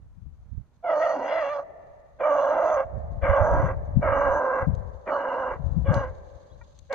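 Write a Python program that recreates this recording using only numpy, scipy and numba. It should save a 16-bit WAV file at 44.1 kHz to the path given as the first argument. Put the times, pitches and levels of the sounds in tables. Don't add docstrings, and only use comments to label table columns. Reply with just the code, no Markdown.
import sys
import numpy as np
from scipy import signal
from scipy.fft import rfft, irfft, next_fast_len
from scipy.io import wavfile
from scipy.ndimage import uniform_filter1d
from numba import njit

SR = 44100
rng = np.random.default_rng(int(sys.argv[2]) if len(sys.argv) > 2 else 0)


def wav_record(signal):
    frames = np.transpose(np.atleast_2d(signal))
    bounded = np.clip(frames, -1, 1)
    quanta = np.round(bounded * 32767).astype(np.int16)
    wavfile.write(sys.argv[1], SR, quanta)


N = 306054
TIME = np.arange(N) / SR

# start/s, end/s, mouth/dB, growl/dB, ring/dB, whistle/dB, whistle rise/s,
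# how far the ring follows the rasp/0-1, upper ring lift/dB, lower whistle lift/dB, palate strength
BAYS = [(0.828, 1.636, -10.5, -26.5, -9.5, -35.5, 0.17, 1, 1, 12, 0.023),
        (2.187, 2.848, -7.5, -18, -15, -34, 0.22, 0, 3, -3.5, 0.38),
        (3.214, 3.748, -6, -15.5, -15.5, -34.5, 0.33, 0.56, -0.5, -6.5, 0.86),
        (4.01, 4.663, -4.5, -9.5, -14.5, -38.5, 0.21, 0.26, -12.5, -4.5, 0.98),
        (5.056, 5.575, -5, -14, -6, -43.5, 0.061, 0.1, -12, 6.5, 0.71),
        (5.844, 6.129, -8.5, -10, -2.5, -31, 0.11, 0.08, -5.5, -1, 1.4),
        (6.894, 7.199, -8.5, -16.5, -11, -28, 0.064, 0.37, -1.5, -2, 2.9)]
# t/s, pitch/Hz, level/dB, rasp/dB, roughness (about 0-1)
BAY_EFFORT = [
    [(.855, 730.3, -28.5, -31, 0.46), (.91, 626.7, -21.5, -21, 0.54), (.99, 583.8, -24, -28.5, 0.55),
     (1.03, 662.5, -21.5, -15.5, 0.43), (1.12, 649, -24.5, -23, 0.53), (1.19, 527.9, -31.5, -23, 1.02),
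     (1.3, 560, -28.5, -11, 0.73), (1.34, 656, -24, -14.5, 0.55), (1.41, 638, -25.5, -11, 0.46),
     (1.48, 549.4, -28.5, -16, 0.53), (1.51, 597, -31, -6.5, 0.26), (1.61, 541.7, -29.5, -33.5, 0.5)],
    [(2.21, 542, -28, -17.5, 0.77), (2.25, 599, -20.5, -20, 0.44), (2.47, 549.7, -22, -33, 0.57),
     (2.52, 600.5, -22.5, -24.5, 0.59), (2.69, 649.4, -21, -28.5, 0.51), (2.81, 546.8, -23.5, -20.5, 0.46)],
    [(3.24, 561.5, -25, -9.5, 0.57), (3.37, 547.5, -19.5, -20, 0.5), (3.49, 616.7, -22, -33, 0.66),
     (3.6, 574.4, -25.5, -22, 0.74), (3.71, 532.3, -34, -13, 0.79)],
    [(4.04, 602.6, -22, -19, 0.54), (4.1, 547.3, -23, -14, 0.55), (4.3, 559, -22, -24, 0.54),
     (4.4, 544, -25, -33.5, 0.5), (4.62, 513, -28.5, -17.5, 0.51)],
    [(5.1, 635.8, -27.5, -12.5, 0.65), (5.14, 541.6, -23.5, -45, 0.6), (5.2, 538, -30, -20, 0.56),
     (5.45, 517.2, -30.5, -26.5, 0.54), (5.55, 515.8, -35.5, -9, 0.75)],
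    [(5.88, 541.6, -32, -17.5, 0.56), (5.95, 573, -24.5, -23.5, 0.65), (6.04, 518.8, -32.5, -20.5, 0.43),
     (6.1, 503, -55, -4, 0.55)],
    [(6.915, 571.7, -27.5, -14, 0.46), (6.94, 575, -34, -4.5, 0.86)],
]
# t/s, mouth/Hz, rasp/Hz, lowest whistle/Hz
JAW_MOVES = [
    [(1.07, 1274, 1872, 4445), (1.18, 930, 1900, 4390), (1.32, 1006, 2061, 4130), (1.47, 1197, 1970, 4210)],
    [(2.25, 1205, 2110, 4180), (2.59, 892, 2010, 4020), (2.8, 1187, 2005, 4560)],
    [(3.26, 1234, 1976, 4100), (3.49, 917, 1978, 4390)],
    [(4.07, 1355, 1900, 4150), (4.35, 920, 1987, 4080), (4.6, 1133, 1988, 4080)],
    [(5.1, 1324, 2040, 4450), (5.2, 945, 2010, 4206)],
    [(5.9, 1154, 1973, 4110), (6.0, 1064, 1940, 3960)],
]
def hound():
    bays = np.array(BAYS)
    nearest = np.searchsorted((bays[1:, 0] + bays[:-1, 1]) / 2, TIME)
    (start_s, end_s, mouth_db, growl_db, ring_db, whistle_db,
     rise_s, follows, upper_db, lower_db, palate) = bays[nearest].T
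    since_s, left_s = TIME - start_s, end_s - TIME
    pitch_hz, level_db, rasp_db, rough = in_time(np.concatenate(BAY_EFFORT))
    mouth_hz, rasp_hz, whistle_hz = in_time(np.concatenate(JAW_MOVES))
    starting, ending = fade(since_s, over_s=.02), fade(left_s, over_s=.038)
    jaw_shut, yelp = fade(since_s, over_s=.058), fade(since_s, over_s=.1)
    hoarse = np.minimum(TIME / 3.5, 1) ** 2
    clear = 1 - .8 * hoarse

    full_effort_db = -22.5
    slack_db = full_effort_db - level_db
    mouth_db = mouth_db + .42 * slack_db - 8 * jaw_shut
    growl_db = growl_db + .58 * slack_db + 23 * (rough - .37)
    ring_db = ring_db + full_effort_db + follows * (rasp_db - full_effort_db)
    whistle_db = whistle_db - 19 * fade(since_s, rise_s) - 7 * fade(left_s, over_s=.083)

    sung_hz = pitch_hz - 60 * starting
    voice = throat(vocal_folds(sung_hz, np.clip(rough, 0, 1)))
    treble = band(voice, 2200, 6700)
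    breathy = breathy_voice(voice, breath=1.3 * rough * hoarse)
    parts = (band(voice, 433, 812)
             + amp(growl_db) * growl(voice, pitch_hz, clear)
             + amp(mouth_db) * mouth(breathy, mouth_hz, palate)
             + amp(rasp_db) * rasp(voice, rasp_hz, yelp, clear)
             + amp(ring_db) * throat_ring(treble, since_s, upper_db + 5.5 * yelp)
             + amp(whistle_db) * whistle(treble, whistle_hz, lower_db))
    sounding = uniform_filter1d(1. * (since_s > 0) * (left_s > 0), size=200)
    return amp(level_db - 22 * starting - 17 * ending) * sounding * parts


def vocal_folds(pitch_hz, rough):
    shaky = 1 + rough * (.185 * rough * drift(119.3)[0] + .045 * drift(25)[0])
    phase = 2 * np.pi * np.cumsum(pitch_hz * shaky) / SR
    pulses = sum(np.cos(k * phase) for k in range(1, 12))
    half_pitch = np.cos(phase / 2)
    strength = 1 + .52 * rough * half_pitch + .5 * rough * drift(390)[0]
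    breath = rng.standard_normal(N) * (1 + np.cos(phase))
    return pulses * strength + .064 * half_pitch + 9.63 * rough ** 2 * breath


# f/Hz, level/dB
THROAT_COLOUR = [(260, -29), (430, -22.5), (540, 2.5), (710, -0.5), (1060, -15.5), (1600, -17), (1960, -31),
                 (7300, -44.5), (7800, -67.5)]
def throat(x):
    return filtered(x, lambda hz: amp(at_hz(THROAT_COLOUR, hz)))


def growl(voice, pitch_hz, clear):
    return peaked(band(voice, 194, 395), pitch_hz / 2, width_hz=50, peak=3 * clear)


def breathy_voice(voice, breath):
    return band(band(voice, 839, 1600) + breath * band(rng.standard_normal(N), 800, 1586), 833, 1633)


def mouth(x, mouth_hz, palate):
    palate_ring = resonance(resonance(x, 1617, 130), 1617, 130)
    return peaked(x + 2 * palate * palate_ring, mouth_hz, width_hz=200, peak=.79)


def rasp(voice, rasp_hz, yelp, clear):
    peak = 1.3 * (1 + 6 * yelp * clear)
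    return peaked(band(voice, 1705, 2403), rasp_hz + 450 * yelp, width_hz=130, peak=peak)


# f/Hz, width/Hz, level/dB
RING_PEAKS = [(2886, 130, 9.5), (3349, 180, 0.5)]
def throat_ring(treble, since_s, upper_db):
    sag = 1 - .07 * np.clip(since_s, 0, 1)
    return cavities(treble, RING_PEAKS, sway_db=2.5, lifts_db=[0, upper_db], shifts=[sag, 1])


# f/Hz, width/Hz, level/dB
WHISTLE_PEAKS = [(4050, 250, -2.5), (4800, 320, -6), (5350, 180, -25), (6280, 600, 8.5)]
def whistle(treble, lowest_hz, lower_db):
    shift = lowest_hz / WHISTLE_PEAKS[0][0]
    lifts_db = [lower_db, lower_db, lower_db, 0]
    return cavities(treble, WHISTLE_PEAKS, sway_db=3, lifts_db=lifts_db, shifts=[shift, shift, 1, 1])


def cavities(x, peaks, sway_db, lifts_db, shifts):
    sways = sway_db * drift(7.4, channels=len(peaks))
    wanders = 1 + .01 * drift(6.8, channels=len(peaks))
    out = 0
    for (hz, width, db), sway, wander, lift_db, shift in zip(peaks, sways, wanders, lifts_db, shifts):
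        now_hz = hz * wander * shift
        out = out + amp(db + sway + lift_db) * glide(glide(x, now_hz, width), now_hz, width)
    return rms_one(out)


def peaked(x, hz, width_hz, peak):
    ring = glide(glide(x, hz, width_hz), hz, width_hz)
    return rms_one((x + peak * ring) * amp(.84 * drift(48)[0]))


# delay/s, level/dB
ECHO_SHAPE = [(0.022, -24), (0.151, -17), (0.401, -23), (0.7, -30), (1.1, -53.5), (1.4, -68.5)]
# f/Hz, level/dB
ECHO_TONE = [(200, -11), (420, 4.5), (520, -3.5), (660, 0.5), (1600, -12.5), (1800, -2), (2800, -12.5),
             (7000, -20)]
def hill_echo(x):
    fluttering = x * (.62 + .42 * drift(57)[0])
    delay_s, db = np.transpose(ECHO_SHAPE)
    shape = amp(np.interp(TIME, delay_s, db, left=-200, right=-200)) * np.sqrt(2 / SR)
    shared, separate = rng.standard_normal(N), rng.standard_normal((2, N))
    reflections = rfft(shape * (.25 * shared + 2.69 * separate), next_fast_len(N + 2 * SR))
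    return filtered(fluttering, lambda hz: reflections * amp(at_hz(ECHO_TONE, hz)))


# f/Hz, left minus right/dB
LEFT_LOUDER = [(300, 1.5), (450, -4), (950, -2), (1220, -6.5), (1570, 2.5), (2020, 14.5), (2600, 3),
               (4500, 2.5), (8000, 6.5)]
# f/Hz, lead/radians
LEFT_AHEAD = [(260, 0.26), (1030, 0.38), (1550, 0.98), (2240, 0.15), (4300, -1.5)]
def direct_path(x):
    def response(hz):
        lead = np.interp(hz, *np.transpose(LEFT_AHEAD), left=0)
        left = amp(at_hz(LEFT_LOUDER, hz) / 2) * np.exp(.5j * lead)
        ground = dip(hz, centre_hz=1745, width_hz=53, db=-17.5)
        brush = dip(hz, centre_hz=2490, width_hz=130, db=-10)
        return ground * brush * np.array([left, 1 / left])
    return filtered(x, response)


# t/s, level/dB, left minus right/dB
WIND_GUSTS = [(0, -54, -20), (.27, -59, 31), (.58, -56, -46), (.68, -79.5, -6), (2.68, -65.5, -0.5),
              (2.95, -41.5, -23), (3.23, -38.5, 34), (3.36, -42.5, -2), (3.5, -23, -7.5), (3.8, -37, 10),
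              (4.06, -28.5, 3.5), (4.33, -43, -21.5), (4.42, -64, -5.5), (4.7, -36.5, 32.5),
              (5.26, -73.5, -1), (5.5, -51, -1.5), (5.68, -42, 40.5), (5.9, -29, 10), (6.05, -37, -3),
              (6.43, -73, 31.5), (6.64, -52.5, 16), (6.94, -72, 10)]
# f/Hz, level/dB
RUMBLE_TONE = [(20, -24.5), (40, -3.5), (70, 1), (110, -4.5), (180, -17.5), (300, -33.5), (600, -51.5)]
# t/s, level/dB, left minus right/dB, f/Hz
WIND_THUMPS = [(0.171, -46.5, 25, 150), (0.255, -42, 22, 132), (3.29, -11, -11.5, 75.07),
               (3.404, -11, -36, 81.5), (3.627, -13.5, 33, 119.9), (3.96, -7, 29, 141.1),
               (4.047, -19, -16, 79.9), (4.668, -13, 39.5, 151.3), (5.593, -25.5, 35, 141.5),
               (5.759, -14, 57, 139.9), (5.886, -9.5, 46, 139.3), (5.959, -16, 26, 141.7)]
def wind():
    level_db, pan_db = in_time(WIND_GUSTS)
    side_db = level_db + np.array([pan_db / 2, -pan_db / 2])
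    noise = coloured(RUMBLE_TONE, alike=.006)
    deep = signal.sosfiltfilt(signal.butter(2, 70, fs=SR, output="sos"), noise)
    rumble = noise - deep + amp(-.3 * (side_db + 23.5)) * deep
    out = amp(side_db + 4.14 * drift(33, channels=2)) * rumble
    t = TIME[:6000]
    swell = t / .0091 * np.exp(1 - t / .01)
    for s, db, pan_db, hz in WIND_THUMPS:
        at = round(s * SR)
        wobbly_time = np.cumsum(1 + 3.5 * uniform_filter1d(rng.standard_normal(len(t)), size=200)) / SR
        thump = swell * np.sin(2 * np.pi * hz * wobbly_time)
        out[:, at:at + len(t)] += panned(amp(db - abs(pan_db) / 2) * thump, pan_db)
    return signal.sosfilt(signal.butter(4, 500, fs=SR, output="sos"), out)


# f/Hz, width/Hz, level/dB
STEM_PEAKS = [(2200, 340, -17), (3920, 1300, 11.5), (6245, 260, 14.5)]
# t/s, level/dB
STEM_TICKS = [(4.7497, -63), (5.9416, -46.5), (6.789, -57), (6.9272, -43.5)]
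def stalks():
    rub_db = -91.5 + 2.5 * TIME
    rub = rng.standard_normal((2, N)) * amp(rub_db + 2.8 * drift(40))
    ticks = np.zeros((2, N))
    for s, db in STEM_TICKS:
        at = round(s * SR)
        tick = rng.standard_normal(400) * np.exp(-TIME[:400] / .0036)
        ticks[:, at:at + 400] += panned(amp(db) * tick, db=15.5)
    ringing = sum(amp(db) * resonance(rub + ticks, hz, width) for hz, width, db in STEM_PEAKS)
    snap = amp(-9) * resonance(resonance(ticks, 8500, 5500), 8500, 5500)
    return signal.sosfilt(signal.butter(6, 7300, fs=SR, output="sos"), ringing) + snap


# t/s, slip rate/Hz, level/dB
STEM_CREAK = [(6.605, 470, -82), (6.615, 470, -43.5), (6.628, 468, -55), (6.638, 465, -75)]
def creak():
    slip_hz, db = in_time(STEM_CREAK)
    phase = 2 * np.pi * np.cumsum(slip_hz) / SR
    buzz = sum(np.cos(k * phase) * amp(-2.5 * k) for k in range(2, 6))
    return amp(db) * buzz * during(STEM_CREAK)


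# t/s, f/Hz, level/dB
BIRD_CHIRP = [(6.5, 3326, -71), (6.52, 3375, -68), (6.526, 4054, -64), (6.555, 4070, -75)]
def bird():
    hz, db = in_time(BIRD_CHIRP)
    return amp(db) * np.sin(2 * np.pi * np.cumsum(hz) / SR) * during(BIRD_CHIRP)


# f/Hz, level/dB
FIELD_TONE = [(60, -9), (134, -5), (350, -22), (600, -23), (1100, -25.5), (2400, -41), (4000, -64.5),
              (6300, -47), (7600, -64), (10000, -80.5)]
def distant_air():
    return amp(-63 + .77 * drift(3.4)) * coloured(FIELD_TONE, alike=.57)


def amp(db):
    return 10 ** (np.asarray(db) / 20)


def rms_one(x):
    return x / np.sqrt(np.mean(x ** 2) + 1e-20)


def fade(seconds, over_s):
    return np.clip(1 - seconds / over_s, 0, 1)


def during(rows):
    return (TIME > rows[0][0]) & (TIME < rows[-1][0])


def in_time(rows):
    s, *columns = np.transpose(rows)
    return [np.interp(TIME, s, c) for c in columns]


def at_hz(points, hz):
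    f, db = np.transpose(points)
    return np.interp(np.log(hz + 1), np.log(f + 1), db)


def filtered(x, response):
    size = next_fast_len(N + 2 * SR)
    return irfft(rfft(x, size) * response(np.fft.rfftfreq(size, 1 / SR)), size)[..., :N]


def drift(rate_hz, channels=1):
    r = np.exp(-2 * np.pi * rate_hz / SR)
    slow = signal.lfilter([1], [1, -2 * r, r * r], rng.standard_normal((channels, N + SR)))
    return rms_one(slow[:, SR:])


def coloured(tone, alike):
    white = np.sqrt(alike) * rng.standard_normal(N) + np.sqrt(1 - alike) * rng.standard_normal((2, N))
    return rms_one(filtered(white, lambda hz: amp(at_hz(tone, hz))))


def resonance(x, hz, width_hz):
    r = np.exp(-np.pi * width_hz / SR)
    feedback = [1, -2 * r * np.cos(2 * np.pi * hz / SR), r * r]
    return signal.lfilter(np.array([1, 0, -1]) * (1 - r * r) / 2, feedback, x)


@njit
def glide(x, hz, width_hz):
    y, r = np.zeros(len(x)), np.exp(-np.pi * width_hz / SR)
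    for i in range(2, len(x)):
        push = (1 - r * r) / 2 * (x[i] - x[i - 2])
        y[i] = push + 2 * r * np.cos(2 * np.pi * hz[i] / SR) * y[i - 1] - r * r * y[i - 2]
    return y


def band(x, low_hz, high_hz):
    y = signal.sosfilt(signal.butter(3, [low_hz, high_hz], "band", fs=SR, output="sos"), x)
    return y / np.sqrt(uniform_filter1d(y ** 2, size=2600) + 1e-12)


def dip(hz, centre_hz, width_hz, db):
    return amp(db / (1 + (2 * (hz - centre_hz) / width_hz) ** 2))


def panned(x, db):
    return np.array([x * amp(db / 2), x * amp(-db / 2)])


def scene():
    dog, air = hound(), distant_air()
    return direct_path(dog + creak() + bird()) + hill_echo(dog) + wind() + stalks() + air


def record(dry):
    hiss = amp(-85.5) * signal.lfilter([1], [1, -.7], rng.standard_normal((2, N)))
    return signal.sosfilt(signal.cheby2(12, 70, 15700, fs=SR, output="sos"), dry + hiss)


dry = scene()
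out = record(dry)
wav_record(out)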